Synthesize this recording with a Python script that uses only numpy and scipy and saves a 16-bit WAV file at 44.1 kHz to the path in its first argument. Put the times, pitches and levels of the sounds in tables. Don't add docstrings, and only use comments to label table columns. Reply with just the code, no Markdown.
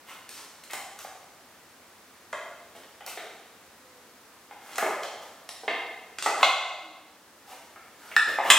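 import sys
import numpy as np
from scipy import signal
from scipy.fft import rfft, irfft, next_fast_len
from scipy.io import wavfile
from scipy.ndimage import uniform_filter1d

SR = 44100
rng = np.random.default_rng(int(sys.argv[2]) if len(sys.argv) > 2 else 0)


def transcribe(u):
    v = np.clip(np.atleast_2d(u).T, -1, 1)
    q = np.round(v * 32767).astype(np.int16)
    wavfile.write(sys.argv[1], SR, q)


N = 378378

# pitch_hz, level_db
AIR_SPECTRUM = [(15, -56), (25, -37), (86, -9), (126, -13.5), (253, -4.5), (368, -6.5), (509, -6),
                (684, -7), (741, -6.5), (1240, -6.5), (1800, -9), (2920, -14.5), (6380, -17.5),
                (15500, -23)]
# pitch_hz, side_db
AIR_WIDTH = [(60, -16), (380, -14), (1290, -12), (2380, -6), (4400, -3), (15000, -1)]
# pitch_hz, side_db
ECHO_WIDTH = [(200, -20), (700, -20), (1290, -17), (2380, -12.5), (4400, -8), (8120, -3), (15000, -35)]
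# pitch_hz, fade_s
ECHO_FADE = [(200, 0.47), (550, 1.19), (1400, 0.93), (3700, 0.97), (7000, 0.91), (14000, 0.52)]
# pitch_hz, gain_db
ECHO_GAIN = [(150, 5.5), (500, 6.5), (1400, 5), (4000, 8.5), (12000, 7.5)]
# start_s, length_s, first_hz, last_hz, level_db
HOOT_CALLS = [(3.7, .45, 522, 471, -72), (6.767, 0.169, 344.5, 292.6, -62),
              (7.045, 0.23, 308.5, 290, -69.5)]
# pitch_hz, width_hz, level_db
BOARD_NOTES = [(419, 41, -3.5), (426, 12, -1), (550, 61, -13.5), (660, 18, 1.5), (754, 16.3, 3),
               (770, 76, -1)]
# pitch_hz, width_hz, level_db
BODY_NOTES = [(1056, 143, 1.5), (1212, 51, 1), (1300, 52, 1), (1446, 18, -3), (1640, 390, -4),
              (1765, 175, -5.5)]
# pitch_hz, width_hz, level_db
RIM_NOTES = [(2087, 53, 5), (2210, 27, -10), (2553, 46, -1.5), (2930, 180, -5.5), (3210, 200, -7),
             (3254, 290, -6), (3740, 78, -24)]
# pitch_hz, width_hz, level_db
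LIFTED_NOTES = [(1240, 126, -10), (1400, 50, -8), (1755, 71, -0.5), (1845, 94, -7.5), (2590, 110, -16.5),
                (3500, 156, -14.5), (4180, 42, -20), (5130, 260, -24.5)]
# pitch_hz, level_db
CLATTER_SPECTRUM = [(120, -12), (250, -2), (400, -4.5), (520, -2), (1300, -3), (3400, -4), (4600, -14),
                    (9000, -43), (15000, -18)]
# pitch_hz, level_db
CRACK_SPECTRUM = [(300, -46), (3000, -5), (4500, -12.5), (6500, 3), (8800, 2.5), (10500, -11), (16000, -37)]
# pitch_hz, level_db
HUSK_SPECTRUM = [(300, 11), (1000, 7), (3000, 3.5), (8800, 3), (10500, -1), (16000, 9)]
# start_s, length_s, level_db, centre_hz
SLIDES = [(0.055, 0.087, -52, 1400), (0.344, 0.12, -59, 900), (0.696, 0.028, -46.5, 1400),
          (2.746, 0.03, -53, 670), (3.061, 0.034, -45.5, 900), (4.582, 0.4, -53.5, 1000),
          (5.02, 0.026, -44.5, 685), (5.204, 0.046, -53.5, 740), (6.385, 0.093, -36.5, 930),
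          (7.454, 0.096, -53, 1000), (7.952, 0.25, -58, 1000), (8.264, 0.052, -37.5, 654),
          (8.411, 0.23, -29, 890)]
# start_s, snap_level_db, tear_length_s, high_edge_hz
HUSK_BREAKS = [(0.291, -36.5, 0.13, 11000), (0.637, -41.5, 0.015, 10900), (0.71, -39, .035, 12000),
               (0.733, -30.5, 0.015, 12100), (0.989, -36, 0.045, 12000), (2.328, -37.5, .015, 8000),
               (2.834, -45.5, 0.019, 3980), (3.063, -34, 0.062, 13000), (4.732, -41.5, 0.017, 6040),
               (4.757, -33, 0.033, 10000), (4.781, -27.5, 0.014, 13000), (5.033, -31, 0.035, 5100),
               (5.49, -31.5, 0.0086, 9300), (6.185, -28.5, 0.018, 7900), (6.224, -25, 0.052, 9000),
               (6.26, -30, 0.025, 10000)]
# start_s, level_db, low_edge_hz, high_edge_hz
PLATE_KNOCKS = [(0.106, -50.5, 1080, 1790), (0.734, -35.5, 450, 1880), (1.047, -40, 330, 1800),
                (2.329, -31, 1000, 1620), (3.007, -45, 900, 2200), (3.173, -36.5, 422, 3500),
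                (4.51, -44.5, 600, 2320), (4.782, -26, 750, 1640), (4.825, -25.5, 340, 1400),
                (4.864, -28.5, 340, 2000), (5.634, -42.5, 400, 1120), (5.679, -24, 614, 2930),
                (6.26, -21, 800, 1770), (6.429, -12.5, 800, 5200), (7.759, -46, 850, 1750),
                (8.114, -41, 1400, 2040), (8.385, -19.5, 657, 1400), (8.501, -4.5, 1300, 14700)]


def amp(db):
    return 10 ** (np.asarray(db) / 20)


def unit(x):
    return x / np.sqrt(np.mean(x ** 2) + 1e-20)


def at_level(x, db, length_s):
    return amp(db) * x / np.sqrt(np.sum(x ** 2) / (length_s * SR) + 1e-20)


def fade(t, fade_s):
    return amp(-60 * t / fade_s)


def along(curve, hz):
    pitches, values = np.transpose(curve)
    return np.interp(np.log(hz + 1), np.log(pitches), values)


def filtered(x, response):
    n = x.shape[-1]
    padded = next_fast_len(n + 8192)
    return irfft(rfft(x, padded) * response(np.fft.rfftfreq(padded, 1 / SR)), padded)[..., :n]


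def coloured(x, spectrum):
    return filtered(x, lambda f: amp(along(spectrum, f)))


def resonance(f, hz, width_hz):
    return 1j * f * width_hz / (hz * hz - f * f + 1j * f * width_hz)


def ringing(x, notes, scatter_db):
    gains = amp(scatter_db * rng.standard_normal(len(notes))) * rng.choice([-1, 1], len(notes))
    return filtered(x, lambda f: sum(gain * amp(db) * resonance(f, hz, width_hz)
                                     for gain, (hz, width_hz, db) in zip(gains, notes)))


def contact(x, low_hz, high_hz):
    x = signal.sosfilt(signal.butter(2, low_hz, "high", fs=SR, output="sos"), x)
    return signal.sosfilt(signal.butter(3, high_hz, fs=SR, output="sos"), x)


def burst(t, spectrum, fade_s):
    return coloured(rng.standard_normal(len(t)), spectrum) * fade(t, fade_s)


def slips(length_s, per_s, spread_db):
    n = int(length_s * SR)
    slipping = rng.random(n) < per_s / SR
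    clicks = slipping * rng.standard_normal(n) * amp(spread_db * rng.standard_normal(n))
    return np.pad(clicks * np.sqrt(np.hanning(n)), (0, SR // 20))


def stereo(middle, side, width):
    side = coloured(side, width)
    return np.array([middle + side, middle - side])


def add(track, start_s, sound):
    i = max(round(start_s * SR), 0)
    track[..., i:i + sound.shape[-1]] += sound[..., :max(N - i, 0)]


def room_tone(level_db=-54.5):
    middle, side = coloured(rng.standard_normal((2, N)), AIR_SPECTRUM)
    return amp(level_db) * stereo(unit(middle), unit(side), AIR_WIDTH)


def in_room(sound, echo_db, build_s=0.0047, near_s=0.0048, near_db=-8):
    hz, t, noise = signal.stft(rng.standard_normal((2, int(0.75 * SR))), SR, nperseg=256)
    fade_s = along(ECHO_FADE, hz)[:, None]
    gain = amp(echo_db + along(ECHO_GAIN, hz))[:, None] * np.sqrt(2 * np.log(1000) / (fade_s * SR))
    tail = signal.istft(noise * gain * fade(t, fade_s), SR, nperseg=256)[1]
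    tail *= 1 - np.exp(-(np.arange(tail.shape[1]) / SR / build_s) ** 2)
    room = stereo(*tail, ECHO_WIDTH)
    room[:, 0] += 1
    bounces = (near_s * SR * rng.random(size=8)).astype(int)
    room[:, bounces] += amp(near_db) * rng.choice([-1, 1], len(bounces)) / np.sqrt(len(bounces))
    return signal.fftconvolve(sound[None], room, axes=1)


def hoots():
    for start_s, length_s, first_hz, last_hz, db in HOOT_CALLS:
        n = int(length_s * SR)
        phase = 2 * np.pi * np.cumsum(np.linspace(first_hz, last_hz, n)) / SR
        tone = np.sin(phase) + 0.38 * np.sin(2 * phase)
        yield start_s, amp(db) * np.sqrt(np.hanning(n)) * tone


def scrapes(clatter_db=6, rustle_hz=4500):
    for start_s, length_s, db, centre_hz in SLIDES:
        stroke = slips(length_s, per_s=1500, spread_db=5)
        ring = unit(ringing(stroke, BOARD_NOTES + BODY_NOTES + RIM_NOTES, scatter_db=4))
        clatter = amp(clatter_db) * unit(coloured(stroke, CLATTER_SPECTRUM))
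        rub = filtered(ring + clatter, lambda f: resonance(f, centre_hz, 1.04 * centre_hz))
        husk_clicks = slips(length_s, per_s=4000, spread_db=1.5)
        rustle = filtered(husk_clicks, lambda f: resonance(f, rustle_hz, 2.3 * rustle_hz))
        rustle_db = -23.5 + 0.68 * db
        yield start_s, at_level(rub, db, length_s) + at_level(rustle, rustle_db, length_s)


def tears(snap_fade_s=0.0096, snap_rise_s=0.0014, tear_db=-16, low_hz=900):
    t = np.arange(SR // 20) / SR
    for start_s, db, length_s, high_hz in HUSK_BREAKS:
        tick = rng.standard_normal(len(t)) * fade(t, snap_fade_s) * (1 - np.exp(-t / snap_rise_s))
        fibres = slips(length_s, per_s=3900, spread_db=4)
        snap = contact(coloured(tick, HUSK_SPECTRUM), low_hz, high_hz)
        tear = contact(coloured(fibres, HUSK_SPECTRUM), low_hz, high_hz)
        yield start_s, at_level(snap, db, length_s=0.002)
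        yield start_s, at_level(tear, db + tear_db, length_s)


def knocks(chatter=0.19, rise_s=0.0013):
    t = np.arange(SR // 8) / SR
    for start_s, db, low_hz, high_hz in PLATE_KNOCKS:
        blow = chatter * rng.standard_normal(len(t)) * fade(t, fade_s=0.01)
        blow[0] += 1
        thud = ringing(blow, BOARD_NOTES, scatter_db=1.5) * fade(t, fade_s=0.03)
        body = ringing(blow, BODY_NOTES, scatter_db=1) * fade(t, fade_s=0.034)
        rim = ringing(blow, RIM_NOTES, scatter_db=1) * fade(t, fade_s=0.079)
        clatter = burst(t, CLATTER_SPECTRUM, fade_s=0.023)
        crack = burst(t, CRACK_SPECTRUM, fade_s=0.035)
        ring_db = 0.28 * db
        parts = [(thud, 0), (body, 1.5 + ring_db), (rim, 2 + ring_db), (clatter, 1), (crack, -6)]
        knock = sum(amp(share_db) * unit(part) for part, share_db in parts)
        knock *= 1 - np.exp(-t / rise_s)
        yield start_s, at_level(contact(knock, low_hz, high_hz), db, length_s=0.0086)


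def tipped_plate(level_db=-9.5, crack_db=-23.5, clatter_db=-9, noise_fade_s=0.015, rise_s=0.0002):
    t = np.arange(SR // 8) / SR
    tap = 1.0 * (t == 0)
    ring = ringing(tap, LIFTED_NOTES, scatter_db=3) * fade(t, fade_s=0.087)
    crack = amp(crack_db) * unit(burst(t, CRACK_SPECTRUM, noise_fade_s))
    clatter = amp(clatter_db) * unit(burst(t, CLATTER_SPECTRUM, noise_fade_s))
    blow = unit(ring) + contact(crack + clatter, low_hz=1000, high_hz=13000)
    return at_level(blow * (1 - np.exp(-t / rise_s)), level_db, length_s=0.0059)


def scene(left_lead_s=0.000018):
    mix = room_tone()
    for source, echo_db in [(knocks, 0.5), (tears, -3), (scrapes, 0), (hoots, 7)]:
        for start_s, sound in source():
            add(mix, start_s, in_room(sound, echo_db))
    add(mix, start_s=8.1645, sound=in_room(tipped_plate(), echo_db=-2))
    return filtered(mix, lambda f: np.exp(1j * np.pi * left_lead_s * np.array([f, -f])))


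def record(dry, threshold_db=-15, drop_s=0.042, recovery_db_per_s=5, top_hz=15850):
    power = uniform_filter1d(np.mean(dry ** 2, axis=0), size=220)
    level_db = 10 * np.log10(np.abs(power) + 1e-12)
    excess_db = np.maximum(level_db - threshold_db, 0)
    recovery_db = recovery_db_per_s * np.arange(N) / SR
    cut_db = np.maximum.accumulate(excess_db + recovery_db) - recovery_db
    step = 1 / (drop_s * SR)
    smooth_cut_db = signal.lfilter([step], [1, step - 1], cut_db)
    lowered = dry * amp(-smooth_cut_db)
    rounded = lowered / (1 + lowered ** 4) ** (1 / 4)
    return filtered(rounded, lambda f: f < top_hz)


dry = scene()
out = record(dry)
transcribe(out)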